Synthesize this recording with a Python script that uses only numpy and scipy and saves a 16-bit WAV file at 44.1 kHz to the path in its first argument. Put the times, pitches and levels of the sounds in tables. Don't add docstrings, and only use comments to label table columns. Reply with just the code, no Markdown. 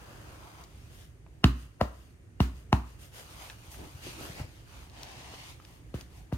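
import sys
import numpy as np
from scipy import signal
from scipy.fft import rfft, irfft, next_fast_len
from scipy.io import wavfile
from scipy.ndimage import map_coordinates

SR = 44100
rng = np.random.default_rng(int(sys.argv[2]) if len(sys.argv) > 2 else 0)


def store_wav(level_fs):
    pcm = np.round(np.clip(np.atleast_2d(level_fs), -1, 1) * 32767)
    wavfile.write(sys.argv[1], SR, pcm.T.astype(np.int16))


N = 280917

# (relative, per Hz)
RUB_SPECTRUM = [(250, -30.5), (500, -1), (700, 1), (1200, -5.5), (1700, -7.5), (2400, -17.5), (5000, -32)]
BASS_WET_DB = -9


def amp(db):
    return 10 ** (np.asarray(db) / 20)


def unit(x):
    return x / np.sqrt(np.mean(x ** 2) + 1e-20)


def along(points, hz):
    f, v = np.transpose(points)
    return np.interp(np.log(hz + 1), np.log(f + 1), v)


def wobble(rate):
    knots = rng.standard_normal(int(N * rate / SR) + 4)
    return map_coordinates(knots, [np.arange(N) * rate / SR])


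def filtered(x, response):
    n = x.shape[-1]
    m = next_fast_len(n + 8192)
    return irfft(rfft(x, m) * response(np.fft.rfftfreq(m, 1 / SR)), m)[..., :n]


def widen(pair):
    # frequency_hz, correlation (-1 to 1)
    likeness = [(60, 1), (130, 0.76), (250, 1), (500, 0.23), (1000, 0.13), (1950, -0.29), (2900, -0.22),
                (3800, 0.034), (4900, -0.13), (7000, 0.15), (9500, -0.07), (11000, -0.99), (12800, 0.92),
                (16000, .3)]

    def mid_side_gains(hz):
        angle = np.arccos(np.clip(along(likeness, hz), -1, 1)) / 2
        return np.array([np.cos(angle), np.sin(angle)])

    mid, side = filtered(pair, mid_side_gains)
    return np.array([mid + side, mid - side])


def noise(spectrum, size=N):
    white = widen(rng.standard_normal((2, size)))
    return unit(filtered(white, lambda hz: amp(along(spectrum, hz))))


def add(track, s, sound):
    part = track[:, round(s * SR):][:, :sound.shape[-1]]
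    part += sound[..., :part.shape[-1]]


def ventilation(level_db=-52.0):
    # (relative, per Hz)
    vent_spectrum = [(20, -23.5), (40, -8.5), (60, 1.5), (80, -4.5), (115, -4), (160, -11), (210, -20.5),
                     (300, -17.5), (450, -24), (1000, -38), (2000, -33), (4000, -48.5), (9000, -42),
                     (16000, -62.5)]
    drift_db = 1.2 * wobble(7)
    return amp(level_db + drift_db) * noise(vent_spectrum)


def glide(start, length, release):
    t = np.arange(N) / SR - start
    attack = 0.038 + 0.3 * length
    ease_in = np.sin(np.pi / 2 * np.clip(t / attack, 0, 1)) ** 2
    return ease_in * np.exp(-np.maximum(t - length, 0) / release)


def swell(s, half):
    return np.exp(-((np.arange(N) / SR - s) / half) ** 2)


def friction():
    # start_s, length_s, scrape_db, rub_db and hiss_db (both relative to scrape)
    slides = [(-.3, 0.922, -60.5, 7, -5), (0.569, .48, -65, -1, -5), (3.925, .47, -52, -1, -6),
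              (3.994, 0.089, -47, -15, -7.5), (4.164, .09, -50, 2.5, -2.5), (4.336, 0.074, -52, 5, -11),
              (4.424, 0.18, -63.5, -3, -7), (4.623, 0.22, -58.5, 1, -6.5), (4.856, .47, -52.5, -0.5, -13.5),
              (5.261, 0.24, -52, -4, -11)]
    # start_s, length_s, scrape_db, brightness_db
    strokes = [(0.881, .14, -63, 3.5), (2.967, 0.078, -58.5, 4.5), (3.102, 0.11, -51.5, 1),
               (3.206, 0.31, -55, 0), (3.353, 0.093, -54, -0.5), (3.488, 0.5, -59, 1),
               (3.673, .07, -57, 6.5), (3.748, 0.109, -59.5, -4), (5.44, .07, -62.5, 5.5),
               (5.565, .2, -64.5, 1), (5.937, 0.074, -58.5, -1.5)]
    # peak_s, scrape_db, half_length_s
    lifts = [(1.609, -61, 0.067), (2.0, -66.5, 0.13), (2.581, -64.5, 0.06), (2.898, -64.5, 0.066),
             (6.172, -62.5, 0.063)]
    # time_s, scrape_db
    sleeve = [(0, -70), (1.25, -77), (1.7, -72.5), (2.33, -80.5), (3.0, -68.5), (4.9, -68.5), (5.85, -72.5),
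              (6.3, -72)]
    slide_release_s, stroke_release_s = 0.045, 0.049
    hand_rub_db, hand_hiss_db = 0.5, -4
    lift_bright_db, sleeve_bright_db = 1.5, -1

    def touch(db, bright_db):
        return amp(db + np.array([hand_rub_db - bright_db, 0, hand_hiss_db + bright_db]))

    moves = []
    for s, length, db, rub_db, hiss_db in slides:
        moves.append((amp(db + np.array([rub_db, 0, hiss_db])), glide(s, length, slide_release_s)))
    for s, length, db, bright_db in strokes:
        moves.append((touch(db, bright_db), glide(s, length, stroke_release_s)))
    for s, db, half in lifts:
        moves.append((touch(db, lift_bright_db), swell(s, half)))
    sleeve_db = np.interp(np.arange(N) / SR, *np.transpose(sleeve))
    moves.append((touch(0, sleeve_bright_db), amp(sleeve_db)))
    gains, speeds = zip(*moves)
    return np.sqrt(np.square(gains).T @ np.square(speeds))


def off_the_sheet(x, share=0.39, delay=0.000696, sway=.3):
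    path = SR * delay * np.exp(sway * wobble(5))
    bounce = []
    for side, reach in zip(x, (1, 1.15)):
        bounce.append(map_coordinates(side, [np.arange(N) - path * reach]))
    return (x + share * np.array(bounce)) / np.hypot(1, share)


def cloth(grain_db=1.13, catch_db=0.5):
    # fastest_s, level_db, half_length_s
    swings = [(.25, -59, 0.31), (3.827, -47, 0.051), (4.08, -48, 0.039), (4.233, -45.5, 0.059),
              (4.384, -53.5, 0.08), (5.154, -60.5, 0.23)]
    # (relative, per Hz)
    swish_spectrum = [(25, -6.5), (55, 6), (130, 3.5), (220, -2.5), (320, 4), (550, -8), (800, -15.5),
                      (2000, -47)]
    scrape_spectrum = [(1100, -21.5), (2000, 1.5), (2900, 3), (4000, -1.5), (5200, -2), (7000, -7.5),
                       (9500, -10.5), (13000, -26.5)]
    hiss_spectrum = [(3500, -23.5), (6000, -0.5), (8000, 0.5), (9700, 4), (10800, -1), (12500, 1.5),
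                     (14000, -6.5), (16000, -9.5)]
    catch = catch_db * wobble(35)
    threads = unit(amp(grain_db * wobble(900)))
    air = amp(-65.5)
    for s, db, half in swings:
        air = air + amp(db) * swell(s, half)
    swish = air * amp(catch) * noise(swish_spectrum)
    rub_gain, scrape_gain, hiss_gain = friction()
    rub = rub_gain * amp(catch) * noise(RUB_SPECTRUM)
    scrape = scrape_gain * amp(catch) * noise(scrape_spectrum)
    hiss = hiss_gain * amp(0.45 * catch) * noise(hiss_spectrum)
    return swish + off_the_sheet(threads * (rub + scrape + hiss))


def from_left(sound, pan_db, lead=.0001):
    sides = np.array([[.5], [-.5]])
    return filtered(sound, lambda hz: amp(pan_db * sides) * np.exp(2j * np.pi * hz * lead * sides))


def room(x, wet_db, gap=.004, early_db=0, early_life=0.033):
    # frequency_hz, t60_s
    decay_times = [(100, 0.36), (350, 0.3), (1000, 0.44), (2500, 0.5), (6400, 0.27), (15000, 0.35)]
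    # frequency_hz, gain_db
    wall_colour = [(40, -17.5), (170, -1.5), (290, 7), (500, -4), (800, -7), (1300, 0), (3000, -11),
                   (6000, -6.5), (15000, -9.5)]
    hz, t, z = signal.stft(widen(rng.standard_normal((2, SR // 2))), SR, nperseg=256)
    decay = amp(-60 * t / along(decay_times, hz)[:, None])
    early = 1 + amp(early_db) * np.exp(-t / early_life)
    tail = signal.istft(z * decay * early, SR, nperseg=256)[1]
    tail = filtered(tail / np.linalg.norm(tail[0]), lambda f: amp(along(wall_colour, f)))
    tail = np.pad(tail, ((0, 0), (round(gap * SR), 0)))
    return x + amp(wet_db) * signal.fftconvolve(x, tail, axes=1)[:, :x.shape[-1]]


def crack(spectrum, t, t60, grit_db):
    spray = amp(grit_db - 60 * np.abs(t) / t60) * (t >= 0) * rng.standard_normal(len(t))
    snap = filtered((t == 0) + spray, lambda hz: amp(along(spectrum, hz)))
    return snap / np.max(np.abs(snap))


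def creases_and_flaps():
    # time_s, level_db, centre_hz, t60_s
    knocks = [(.638, -43, 6080, 0.04), (1.2646, -46.5, 845, 0.021), (3.499, -34, 2210, 0.0264),
              (3.716, -42, 8050, 0.075), (3.744, -40.5, 1090, 0.015), (4.068, -35, 386, 0.031),
              (4.21, -39, 694, 0.084), (4.395, -40, 750, 0.069), (4.898, -42, 5000, 0.0098),
              (5.032, -30, 4800, 0.013), (5.338, -39, 520, 0.04), (5.6, -42, 1250, 0.024),
              (5.622, -52, 4000, 0.016), (5.6503, -38, 3500, 0.011), (6.0108, -32, 4810, 0.011)]
    out = np.zeros((2, N))
    t = np.arange(-SR // 50, SR // 3) / SR
    for s, db, hz, t60 in knocks:
        colour = [(hz / 5, -22), (hz / 1.7, 0), (hz, 0), (hz * 3, -14), (hz * 9, -40)]
        tick = amp(db) * crack(colour, t, t60, grit_db=-9)
        add(out, s + t[0], room(from_left(tick, pan_db=0, lead=.00005), wet_db=-5))
    return out


def thump(t, start_hz=345, end_hz=60.7, sink=0.00583, push=0.021, ring_db=-8, ring_t60=0.41):
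    # frequency_hz, level_db (before random spread), t60_s
    boom_modes = [(131.6, -13, 0.19), (242.5, -28, 0.27), (278.6, -23, 0.2), (356.5, -34.5, 0.27)]
    cycles = end_hz * t + (start_hz - end_hz) * sink * (1 - np.exp(-t / sink))
    size = 0.47 * np.exp(-(t / push) ** 6) + amp(ring_db - 60 * t / ring_t60)
    body = size * (1 - np.exp(-t / 0.00098)) * np.sin(2 * np.pi * cycles)
    late = np.maximum(t - .012, 0)
    modes = np.zeros(len(t))
    for hz, db, t60 in boom_modes:
        mode_db = db + rng.normal(0, 1) - 60 * late / t60
        modes += amp(mode_db) * np.sin(2 * np.pi * hz * late)
    return body + modes * (1 - np.exp(-late / 0.028))


def pats(clap_life=0.0025, clap_sag=0.0052, slap_t60=0.01, fingers_db=-15, puff_t60=0.3):
    # time_s, thump_db, clap_db, pocket_hz (at contact), slap_db,
    # brush_s (decay each side of its peak), puff_db, left_minus_right_db
    palm_blows = [(1.4424, -8.5, -12, 1073, -3.5, 0.0022, -37.5, -0.5),
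                  (1.813, -20, -11.5, 843, -20, 0.0036, -44, 1.5),
                  (2.4038, -12.5, -19.5, 1050, -17.5, 0.0019, -38, 1.5),
                  (2.7286, -13, -9.5, 1092, -14.5, 0.0018, -42, 0),
                  (5.9426, -27.5, -31.5, 646, -39.5, 0.0019, -48, 6),
                  (6.3258, -22.5, -29.5, 835, -38.5, 0.0041, -47.5, 5)]
    # frequency_hz, gain_db
    slap_colour = [(100, -26.5), (450, -10.5), (800, 6.5), (1500, -2), (1950, 5.5), (2400, -0.5),
                   (2850, 8.5), (3300, -2), (4200, -1), (5500, -8), (8000, -22.5), (12500, -26),
                   (16000, -28)]
    # (relative, per Hz)
    puff_spectrum = [(200, -26), (1000, 2.5), (3000, -4.5), (6000, -11), (10000, -13), (13000, -17.5),
                     (16000, -18.5)]
    lead_in_s = .0012
    out = np.zeros((2, N))
    time = np.arange(-SR // 50, SR * 3 // 5) / SR
    t = np.maximum(time, 0)
    for s, thump_db, clap_db, pocket_hz, slap_db, brush, puff_db, pan_db in palm_blows:
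        cycles = pocket_hz * clap_sag * (1 - np.exp(-t / clap_sag))
        clap = -np.sin(2 * np.pi * cycles) * amp(clap_db) * np.exp(-(t / clap_life) ** 2)
        slap = amp(slap_db) * crack(slap_colour, time, slap_t60, grit_db=-8.5)
        brushing = np.exp(-np.abs(time + lead_in_s) / brush)
        fingers = amp(clap_db + fingers_db) * brushing * noise(RUB_SPECTRUM, size=len(t))[0]
        leak = amp(puff_db - 60 * t / puff_t60) * (1 - np.exp(-t / .002))
        puff = leak * noise(puff_spectrum, size=len(t))
        smack = from_left(clap + slap + fingers, pan_db)
        low = from_left(amp(thump_db) * thump(t), pan_db=1.5)
        add(out, s + time[0], room(smack, wet_db=-5.5, early_db=2) + room(low, BASS_WET_DB) + puff)
    return out


def flops():
    # time_s, level_db, frequency_hz, half_length_s
    shoves = [(3.957, -35, 102, 0.0074), (4.303, -34.5, 126, 0.0046), (4.402, -31.5, 168, 0.0022),
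              (4.417, -28, 97, 0.0055), (4.447, -33.5, 94, 0.0051)]
    out = np.zeros((2, N))
    t = np.arange(-SR // 20, SR // 3) / SR
    for s, db, hz, half in shoves:
        shove = amp(db) * np.exp(-(t / half) ** 2) * np.cos(2 * np.pi * hz * t)
        add(out, s + t[0], room(from_left(shove, pan_db=3.5), BASS_WET_DB))
    return out


def scene():
    return ventilation() + cloth() + creases_and_flaps() + pats() + flops()


def record(dry, low_cut_hz=30, top_hz=15850):
    # centre_hz, width_hz, depth (0-1)
    port_dips = [(5330, 140, 1), (7690, 440, 0.9)]
    # frequency_hz, left_minus_right_db
    port_tilt = [(150, -2.5), (700, 2), (1800, 1.5), (2850, -4.5), (4400, 5.5), (6000, 6.5), (8300, 6.5),
                 (9800, -3.5), (11200, 0)]

    def response(hz):
        ports = amp(along(port_tilt, hz) * np.array([[.5], [-.5]]))
        dips = np.ones(len(hz))
        for f, width, depth in port_dips:
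            dips *= 1 - depth * np.exp(-((hz - f) / (width / 2)) ** 2)
        low_cut = hz ** 2 / np.hypot(hz ** 2, low_cut_hz ** 2)
        return ports * dips * low_cut * (hz < top_hz)

    return filtered(dry, response)


dry = scene()
out = record(dry)
store_wav(out)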